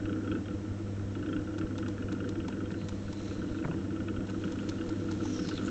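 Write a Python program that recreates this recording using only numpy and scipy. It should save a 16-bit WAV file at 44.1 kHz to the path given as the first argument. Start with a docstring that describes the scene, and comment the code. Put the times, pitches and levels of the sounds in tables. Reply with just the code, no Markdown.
"""Pottery wheel in a small studio

An electric wheel hums on the mains (wavering sine tones) while its drive rumbles (noise through resonances).
Play in the drive makes it tap lightly and break into runs of hard knocks, each shaking the splash pan.
Soft thuds, plain smooth pushes, come about five times a second. Wet clay ticks and the arm bumps in short
noise bursts; shaped noise makes the hiss and swish of the hands and the squeaks of a changing grip."""
import sys
import numpy as np
from scipy import signal
from scipy.fft import rfft, irfft, next_fast_len
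from scipy.io import wavfile
from scipy.ndimage import map_coordinates

SR = 44100
rng = np.random.default_rng(int(sys.argv[2]) if len(sys.argv) > 2 else 0)


def put_to_file(sound):
    """Save the sound as 16-bit audio at rate SR, in the file named by the first command-line argument."""
    columns = np.atleast_2d(sound).T  # one column per channel
    safe = np.clip(columns, -1, 1)
    whole_steps = np.round(safe * 32767)
    wavfile.write(sys.argv[1], SR, whole_steps.astype(np.int16))


N = 251370  # length in samples

# Steady air of the studio. Each row: frequency in Hz, relative level in dB.
AIR_COLOUR = [(20, -6), (50, -5), (72, 3.5), (92, 6.5), (125, -1), (400, -9), (600, -11), (760, -18),
              (1100, -20.5), (2000, -25), (4000, -31), (5300, -30), (7500, -33.5)]
# Dull bumps as the arm reaches over the pan. Each row: start in seconds, relative level in dB, top in Hz.
BUMPS = [(2.814, -41.5, 3600), (3.642, -40, 2600), (3.648, -36.5, 2100), (3.66, -45, 1300),
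         (3.677, -42, 1900), (3.684, -39.5, 1400), (3.712, -40.5, 1300), (3.742, -43, 2420)]
# Tone colour of a bump's scuff. Each row: frequency in Hz, relative level in dB.
BUMP_COLOUR = [(30, -3), (70, -6), (300, 2), (550, 5.5), (800, 1), (1200, -0.5), (2000, -2), (3200, -5),
               (6000, -23)]
# Wet clay snapping off the fingers. Each row: start in seconds, peak of the snap in dB,
# hollow plop in dB relative to the snap before a shared trim, length of the tear in seconds.
TICKS = [(1.5815, -36.5, -6, .008), (1.78, -36, -5, .007), (1.881, -36.5, -4, .004),
         (2.121, -35.5, -6.5, 0.006), (2.2895, -35, -4, 0.0035), (2.481, -35.5, 0.5, .005),
         (2.713, -40.5, -4, .007), (2.885, -35.5, -2.5, 0.0063), (3.126, -39, 1.5, 0.0046),
         (4.269, -43, -2, .005), (4.2964, -38.5, 0, .009), (4.52, -37.5, -17, 0.0025),
         (4.6894, -28.5, -16, 0.00623), (4.8906, -38.5, -2, .004), (5.112, -33.5, -4, .012),
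         (5.252, -41, 6, 0.0054), (5.4867, -29, -9, 0.005)]
# Tone colour of a tick. Each row: frequency in Hz, relative level in dB.
TICK_COLOUR = [(500, -28), (1500, -1.5), (2800, 1.5), (4000, 5.5), (5600, 1.5), (7400, 0), (9000, -23.5)]
# Pressure of the fingers on the wet wall. Each row: time in seconds, level of the hiss in dB.
FINGER_PRESSURE = [(2.62, -83), (2.85, -63.5), (3.55, -64), (3.85, -68), (4.2, -77), (4.42, -58),
                   (4.95, -59.5), (5.2, -56.5), (5.33, -53), (5.56, -54), (5.61, -55.5), (5.7, -50.5)]
# Tone colour of the hiss. Each row: frequency in Hz, relative level in dB.
SLIP_COLOUR = [(500, -2.5), (1500, 1.5), (2500, 1), (3900, 2.5), (5600, -2), (6400, -1.5), (7200, -2.5),
               (9000, -22)]
# Tone colour of the swish. Each row: frequency in Hz, relative level in dB.
SWISH_COLOUR = [(1200, -14), (2300, 3.5), (3200, -1), (3900, 2.5), (4600, -6.5), (5500, 0), (7000, -2),
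                (8200, -17.5)]
# Thin squeaks of wet clay. Each row: start in seconds, length in seconds, start pitch in Hz,
# end pitch in Hz, width in Hz, level in dB.
SQUEAKS = [(2.765, .11, 3900, 4030, 200, -62.5), (2.87, .3, 4140, 4000, 260, -66.5),
           (3.15, 0.29, 4100, 3900, 220, -65), (3.439, 0.162, 3960, 3750, 220, -66.5),
           (5.29, .11, 3200, 3800, 550, -59.5), (5.44, 0.12, 4300, 4020, 300, -56.5),
           (5.638, 0.048, 6800, 7160, 550, -55)]
# One long falling squeak as the grip tightens. Each row: time in seconds, pitch in Hz, level in dB.
FALLING_SQUEAK = [(5.19, 6290, -94.5), (5.24, 6050, -57), (5.3, 5830, -53.5), (5.37, 5630, -51),
                  (5.43, 5430, -55.5), (5.5, 4990, -54), (5.545, 4105, -56), (5.577, 3780, -47),
                  (5.595, 2930, -55), (5.62, 2310, -95)]
# Motor hum. Each row: frequency in Hz, level in dB (rms, before wavering and, for the lowest, the swell).
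HUM = [(100.1, -41), (200.2, -46), (300.3, -51), (400.4, -65), (500.5, -60), (600.6, -63), (700.7, -73),
       (1001, -77), (1701.7, -80.5), (1801.8, -72.5), (1901.9, -81.5), (2002, -86.5)]
# Thin whine of the motor. Each row: frequency in Hz, level in dB (rms, before wavering).
WHINE = [(5750, -85.5), (7597, -81), (8403, -91.5)]
# Slow swell of the lowest hum tone. Each row: time in seconds, change of level in dB.
HUM_SWELL = [(0, 1.5), (1.1, 0), (1.6, -1), (2.2, -1), (2.8, -3.5), (4.4, -2), (5.3, -3.5), (5.7, -2.5)]
# Soft thuds of the running wheel. Each row: middle in seconds, relative level in dB.
THUDS = [(0.048, -33), (0.319, -37), (0.543, -41), (0.718, -38), (0.847, -37), (1.05, -40), (1.195, -42),
         (1.384, -34), (1.65, -31), (1.803, -42), (2.049, -33), (2.182, -43), (2.394, -35), (2.644, -40),
         (2.928, -38), (3.056, -38), (3.384, -37), (3.517, -31), (3.657, -33), (4.019, -42), (4.186, -35),
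         (4.382, -43), (4.52, -41), (4.712, -42), (4.887, -35), (5.051, -39), (5.246, -35.5), (5.393, -37),
         (5.556, -38)]
# Resonances of the housing and splash pan. Each row: frequency in Hz, width in Hz, relative level in dB.
PAN = [(162.6, 15, -9.5), (189.8, 11.1, -2.5), (250.4, 14.2, -0.5), (280.7, 21.8, -2.5), (305, 19.9, 1.5),
       (332.7, 14.9, 1.5), (387.6, 21.5, -10), (489.6, 21.8, -5), (552, 29, -24), (619, 34, -18)]
# Resonances of the drive's metal. Each row: frequency in Hz, width in Hz, relative level in dB.
METAL = [(898, 46, -5.5), (1334, 89, 2), (1508, 111, -1.5), (1791, 75, -9), (2578, 39, -14.5),
         (2880, 60, -7), (3203, 44, -7.5), (3820, 200, -17.5)]
# How hard the rolling drive shakes. Each row: time in seconds, strength in dB on its own scale.
DRIVE_SHAKE = [(0.0, -31), (0.35, -32), (0.45, -37), (1.1, -39.5), (1.17, -33), (1.38, -28.5),
               (1.47, -39.5), (1.62, -30.5), (1.74, -35.5), (2.25, -33), (2.65, -34), (2.8, -37.5),
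               (3.15, -41), (3.3, -33), (3.46, -35), (3.65, -32), (4.28, -33.5), (4.6, -31), (5.3, -31),
               (5.5, -27.5), (5.7, -30.5)]
# Knocks as the drive jumps in its play. Each row: time in seconds, level of the clack in dB (rms of its
# opening), level of the zing in dB relative to the clack.
KNOCKS = [(0.0559, -46.0, -5), (0.094, -45, -12), (0.1289, -48.5, -5), (0.161, -49, -16),
          (0.2099, -50, -19), (0.2457, -48.5, -14), (0.2749, -44.5, -10), (0.316, -43, -4),
          (0.3519, -43.5, -11.5), (0.386, -54.5, -14), (0.458, -54.0, -2), (0.4838, -50.5, -4.5),
          (0.511, -51, -11), (0.707, -56, -22), (0.789, -56, -15), (0.967, -55, -8), (0.996, -53.5, -14),
          (1.1528, -49, -5.5), (1.2274, -47.5, -9), (1.262, -48.5, -6), (1.2892, -47.5, -8),
          (1.329, -44, -6), (1.3653, -45.0, -6.5), (1.393, -52, -10), (1.473, -49, -12),
          (1.508, -53.0, -18), (1.541, -52, -10), (1.5832, -47.5, -12), (1.6131, -44.5, -8.5),
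          (1.708, -50.5, -17), (1.755, -52.5, -11), (1.786, -50.5, -6), (1.8271, -44.5, -11),
          (1.8625, -45.5, -9), (1.9807, -48.5, -11), (2.0236, -48, -6.5), (2.0853, -46, -10),
          (2.1173, -48.5, -8), (2.1487, -50.0, -13), (2.204, -44, -10), (2.2425, -48.0, -11),
          (2.2765, -50.5, -12), (2.356, -49.0, -8.5), (2.403, -50.5, -1), (2.4481, -48, -11),
          (2.5258, -49.5, -4), (2.569, -52, -16), (2.605, -45, -14), (2.6576, -52.5, -3),
          (2.7057, -48.5, -9), (2.7416, -48.5, -8), (2.919, -52.0, -8), (3.0807, -49.5, -10),
          (3.2013, -52.5, -11), (3.276, -52, -13), (3.3107, -49, -8), (3.418, -47, -15),
          (3.443, -50.5, -16), (3.5463, -47.5, -14), (3.5868, -49.5, -5), (3.6263, -51, -6),
          (3.713, -47.5, -5.5), (3.782, -52.5, -12), (3.906, -49.5, -12), (3.962, -49.5, -8),
          (4.0038, -48, -9), (4.0845, -45.0, -3), (4.1632, -47, -7), (4.2062, -50, -8), (4.2908, -52, -3),
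          (4.3444, -48.5, -12), (4.4392, -44.5, -3.5), (4.4791, -49.5, -7), (4.5553, -50, -12),
          (4.5892, -51.0, 0), (4.63, -49.5, -11), (4.7173, -48.5, -16), (4.784, -52, -4.5),
          (4.812, -46.5, -5), (4.903, -48.5, -20), (5.086, -46, -10.5), (5.2026, -46.5, -18),
          (5.234, -55, -6), (5.3908, -45.0, -9), (5.5128, -43.5, -9), (5.5788, -48.5, -5),
          (5.6127, -47.0, -15), (5.634, -48.5, -14), (5.68, -44.5, -8)]

SWISH_S, SWISH_SPREAD_S, SWISH_DB = 3.275, 0.088, -57  # middle, spread and level of the swish
SQUEAK_ATTACK_S, SQUEAK_RELEASE_S = 0.018, 0.014
# unsteady grip: pitch scatter, level scatter, random knots a second
SQUEAK_WAVER_HZ, SQUEAK_WAVER_DB, SQUEAK_WAVER_RATE = 59.9, 2, 13
FALLING_SQUEAK_WIDTH_HZ = 430
USUAL_SHAKE_DB = -33  # ordinary running level of the drive
SHAFT_HZ, SHAFT_SCATTER_S = 27.54, .005  # turning rate, and scatter in time of the light taps
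TAP_DB, TAP_SCATTER_DB = -57, 2  # light tap at the usual shake, and its spread
TAP_ZING_DB, ZING_TOP_HZ = -11.5, 3530  # zing of a light tap, and the upper edge of every zing
PAN_DB, PAN_SHARE = -30, 0.82  # pan shake at a usual knock, dB per dB of knock
RING_S = .012  # opening stretch over which a ring is levelled
TOP_HZ = 8950  # nothing is kept above this


def amp(db):
    """Turn decibels into a plain multiplier."""
    return 10 ** (np.asarray(db) / 20)


def unit(x):
    """Scale x to rms 1."""
    return x / np.sqrt(np.mean(x ** 2) + 1e-20)


def curves(rows):
    """One value per sample for each column after the time."""
    s, *columns = np.transpose(rows)
    return [np.interp(np.arange(N) / SR, s, column) for column in columns]


def wobble(rate):
    """A smooth random curve with this many knots a second."""
    knots = rng.standard_normal(int(N * rate / SR) + 4)
    return map_coordinates(knots, [np.arange(N) * rate / SR])


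def filtered(x, response):
    """Shape x with a complex response of frequency."""
    m = next_fast_len(len(x) + SR // 10)  # spare room for the ring to die away
    spectrum = rfft(x, m) * response(np.fft.rfftfreq(m, 1 / SR))
    return irfft(spectrum, m)[:len(x)]


def colour(points):
    """Response through (Hz, dB) points joined on a log frequency axis."""
    hz_points, db = np.transpose(points)
    return lambda f: amp(np.interp(np.log(f + 1), np.log(hz_points), db))


def body(modes):
    """Response of an object with (Hz, width, dB) resonances, alternating in sign."""
    def response(f):
        total = 0
        for k, (hz, width, db) in enumerate(modes):
            mode = 1j * f * width / (hz * hz - f * f + 1j * f * width)
            total = total + (-1) ** k * amp(db) * mode
        return total
    return response


def noise(response):
    """Coloured noise of rms 1."""
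    return unit(filtered(rng.standard_normal(N), response))


def burst(envelope, response):
    """A short rough push through a response, peak 1."""
    x = filtered(envelope * rng.standard_normal(len(envelope)), response)
    return x / np.abs(x).max()


def ring(push, response):
    """A push through a response, rms 1 over its first RING_S."""
    x = filtered(push, response)
    return x / np.sqrt(np.mean(x[:round(RING_S * SR)] ** 2))


def add(track, s, x):
    """Mix x into the track from time s on."""
    part = track[max(round(s * SR), 0):][:len(x)]
    part += x[:len(part)]


def studio_air(air_db=-44.0):
    """The steady air of the room is coloured noise."""
    return amp(air_db) * noise(colour(AIR_COLOUR))


def bumps(scuff_db=7, thump_db=5, decay_s=0.005, rise_s=0.0004, thump_decay_s=0.016,
          thump_hz=155, thump_width_hz=50, grit_db=2.5):
    """Soft contacts: a short crackly scuff over a low thump."""
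    out, t = np.zeros(N), np.arange(SR // 6) / SR
    press = lambda fall_s: np.exp(-t / fall_s) * (1 - np.exp(-t / rise_s))
    thump = lambda f: body([(thump_hz, thump_width_hz, 0)])(f) ** 2
    for s, db, top_hz in BUMPS:
        grit = amp(grit_db * wobble(440)[:len(t)])
        scuff = lambda f: colour(BUMP_COLOUR)(f) / (1 + (f / top_hz) ** 10)
        add(out, s, amp(db + scuff_db) * burst(press(decay_s) * grit, scuff))
        add(out, s, amp(db + thump_db) * burst(press(thump_decay_s), thump))
    return out


def clay_ticks(plop_db=-2, snap_s=0.0009, wet_db=-12, wet_s=0.013, plop_hz=900, plop_width_hz=130):
    """A film of slip tears in three tiny snaps, and the pocket behind it plops."""
    out, t = np.zeros(N), np.arange(SR // 20) / SR
    pocket = body([(plop_hz, plop_width_hz, 0)])
    for s, db, hollow_db, length in TICKS:
        starts = 0.0012 + np.array([0, rng.uniform(.3, .7), 1]) * length
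        snaps = sum((t >= at) * np.exp(-np.abs(t - at) / snap_s) for at in starts)
        tear = snaps + amp(wet_db) * np.exp(-t / wet_s)
        add(out, s, amp(db) * burst(tear, colour(TICK_COLOUR)))
        add(out, s, amp(db + hollow_db + plop_db) * burst(tear, pocket))
    return out


def squeal(hz, width_hz, skirt_db=-8, skirt_wider=3.9):
    """A narrow band of noise around a moving pitch, on a wider skirt of scraping."""
    phase = 2 * np.pi * np.cumsum(hz) / SR
    hump = lambda f, width: 1 / (1 + (f / width) ** 2)

    def band():
        core = noise(lambda f: hump(f, width_hz))
        skirt = noise(lambda f: hump(f, skirt_wider * width_hz) ** 2)
        return core + amp(skirt_db) * skirt
    # low noise riding on two waves a quarter turn apart moves up around the pitch
    return band() * np.cos(phase) + band() * np.sin(phase)


def squeaks():
    """Gritty squeaks of wet clay glide in pitch as the grip changes."""
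    out, t = np.zeros(N), np.arange(N) / SR
    for s, length, start_hz, end_hz, width_hz, db in SQUEAKS:
        hz = start_hz + (end_hz - start_hz) * np.clip((t - s) / length, 0, 1)
        attack = np.clip((t - s) / SQUEAK_ATTACK_S, 0, 1)
        release = np.clip((s + length - t) / SQUEAK_RELEASE_S, 0, 1)
        waver = unit(amp(SQUEAK_WAVER_DB * wobble(SQUEAK_WAVER_RATE)))
        unsteady_hz = hz + SQUEAK_WAVER_HZ * wobble(SQUEAK_WAVER_RATE)
        out += amp(db) * attack * release * waver * squeal(unsteady_hz, width_hz)
    falling_hz, falling_db = curves(FALLING_SQUEAK)
    return out + amp(falling_db) * squeal(falling_hz, FALLING_SQUEAK_WIDTH_HZ)


def fingers(grain_db=2.0):
    """Wet clay hisses under the hands, swishes as the inner one slides deeper into the bowl, and squeaks."""
    t = np.arange(N) / SR
    grit = unit(amp(grain_db * wobble(220)))
    hiss = amp(curves(FINGER_PRESSURE)[0]) * noise(colour(SLIP_COLOUR))
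    stroke = np.exp(-((t - SWISH_S) / SWISH_SPREAD_S) ** 2 / 2)
    swish = amp(SWISH_DB) * stroke * noise(colour(SWISH_COLOUR))
    return grit * (hiss + swish + squeaks())


def motor(waver_db=1.5, drift_rad=0.036):
    """Magnetic hum at multiples of twice the mains rate, with a faint whine."""
    t = np.arange(N) / SR

    def tone(hz, db):
        level = amp(db + waver_db * wobble(3.5))
        phase = 2 * np.pi * (hz * t + rng.random()) + drift_rad * wobble(2.6)
        return level * np.sqrt(2) * np.sin(phase)
    lowest, *upper = [tone(hz, db) for hz, db in HUM + WHINE]
    return amp(curves(HUM_SWELL)[0]) * lowest + sum(upper)


def thuds(level_db=4, width_s=0.0028, lowest_hz=22):
    """About five times a second the wheel gives one soft push with no ring."""
    out, t = np.zeros(N), np.arange(SR // 20) / SR
    middle = t.mean()
    push = np.exp(-((t - middle) / width_s) ** 2)
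    for s, db in THUDS:
        add(out, s - middle, -amp(db + level_db) * push)
    return filtered(out, lambda f: 1j * f / (lowest_hz + 1j * f))  # trims the very lowest part


def rolling(rumble_db=-39.5, rumble_grows=0.83, chatter_db=-60.5, chatter_grows=0.77, load_db=-5,
            rough_db=4.0, skirt_hz=590):
    """The turning drive rumbles in the pan and its metal chatters, the chatter more so under the hands' load."""
    shake_db = curves(DRIVE_SHAKE)[0] - USUAL_SHAKE_DB
    rumble = noise(lambda f: body(PAN)(f) / (1 + (f / skirt_hz) ** 6))
    chatter = unit(noise(body(METAL)) * amp(rough_db * wobble(70)))
    shaken = amp(chatter_db + chatter_grows * shake_db)
    loaded = amp(curves(FINGER_PRESSURE)[0] + load_db)
    return amp(rumble_db + rumble_grows * shake_db) * rumble + np.hypot(shaken, loaded) * chatter


def knocks():
    """(s, clack dB, zing dB) of every contact: hard knocks, and light taps between them that follow the shaking."""
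    turns = np.arange(0, N / SR, 1 / SHAFT_HZ)
    late, strong = rng.standard_normal((len(turns), 2)).T
    times = turns + SHAFT_SCATTER_S * late
    shake_db = np.interp(times, *np.transpose(DRIVE_SHAKE)) - USUAL_SHAKE_DB
    levels = TAP_DB + shake_db + TAP_SCATTER_DB * strong
    nearest_knock = np.abs(times[:, None] - np.array(KNOCKS)[:, 0]).min(axis=1)
    free = nearest_knock > .6 / SHAFT_HZ  # no tap close to a hard knock
    return list(KNOCKS) + [(s, db, TAP_ZING_DB) for s, db in zip(times[free], levels[free])]


def rattle(pan_hz=470, rebound_s=.0056, rebound_db=-2.5, soft_hz=1700, lead_s=0.001298,
           buzz_s=0.0037, buzz_db=-13, crack_db=-16, crack_hz=2600, crack_width_hz=1400, detune=.007,
           usual_db=-48, settle_s=.016, settle_db=-30, swell_s=.0078,
           split_hz=2100, lag_hz=1260, lag_width_hz=260, bottom_hz=1150):
    """Each knock is a clack that sinks in pitch as it rebounds, with a rough zing; the heavy pan swells after it."""
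    out, t = np.zeros(N), np.arange(SR // 7) / SR
    pan_push = t / swell_s * np.exp(-t / swell_s)
    contact = signal.unit_impulse(len(t))
    pan = lambda f: body(PAN)(f) / (1 + (f / pan_hz) ** 6)
    below = lambda f, hz: 1 / (1 + (f / hz) ** 14)
    # slow bending waves: the lowest part of the ring arrives last
    lag = lambda f: 1 - 2 * body([(lag_hz, lag_width_hz, 0)])(f)
    crack = lambda f: amp(crack_db) * body([(crack_hz, crack_width_hz, 0)])(f) ** 2
    rough_tail = lambda db, fall_s: amp(db) * np.exp(-t / fall_s) * rng.standard_normal(len(t))
    for s, db, zing_db in knocks():
        # no two contacts land alike, so the modes ring at new strengths and slightly new pitches
        metal = body([(hz * (1 + detune * rng.standard_normal()), width, level + rng.normal(0, 2))
                      for hz, width, level in METAL])
        gap_s = rebound_s * rng.lognormal(0, .16)
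        # the rebound is a second, softer contact after the gap
        bounce = lambda f: 1 + amp(rebound_db) * np.exp(-2j * np.pi * f * gap_s) * below(f, soft_hz)
        clack_band = lambda f: below(f, split_hz) - below(f, bottom_hz)
        zing_band = lambda f: below(f, ZING_TOP_HZ) - below(f, split_hz)
        settling = contact + rough_tail(settle_db, settle_s)
        buzzing = contact + rough_tail(buzz_db, buzz_s)
        clack = ring(settling, lambda f: metal(f) * bounce(f) * lag(f) * clack_band(f))
        zing = ring(buzzing, lambda f: (metal(f) + crack(f)) * zing_band(f))
        add(out, s - lead_s, amp(db) * (clack + amp(zing_db) * zing))
        shake = amp(PAN_DB + PAN_SHARE * (db - usual_db))
        add(out, s, shake * burst(pan_push, pan))
    return out


def scene():
    """The wheel, the hands and the studio, heard from one spot."""
    hands = bumps() + clay_ticks() + fingers()
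    wheel = motor() + thuds() + rolling() + rattle()
    return (studio_air() + hands + wheel)[None]


def record(dry, knee_hz=8000, notch_hz=4720, notch_width_hz=120, notch_db=-7.5):
    """The microphone has one narrow dip; the recorder rolls off towards its band limit."""
    dip = lambda f: amp(notch_db / (1 + ((f - notch_hz) / notch_width_hz) ** 2))
    roll_off = lambda f: (f < TOP_HZ) / np.sqrt(1 + (f / knee_hz) ** 50)
    return filtered(dry[0], lambda f: dip(f) * roll_off(f))[None]


dry = scene()
out = record(dry)
put_to_file(out)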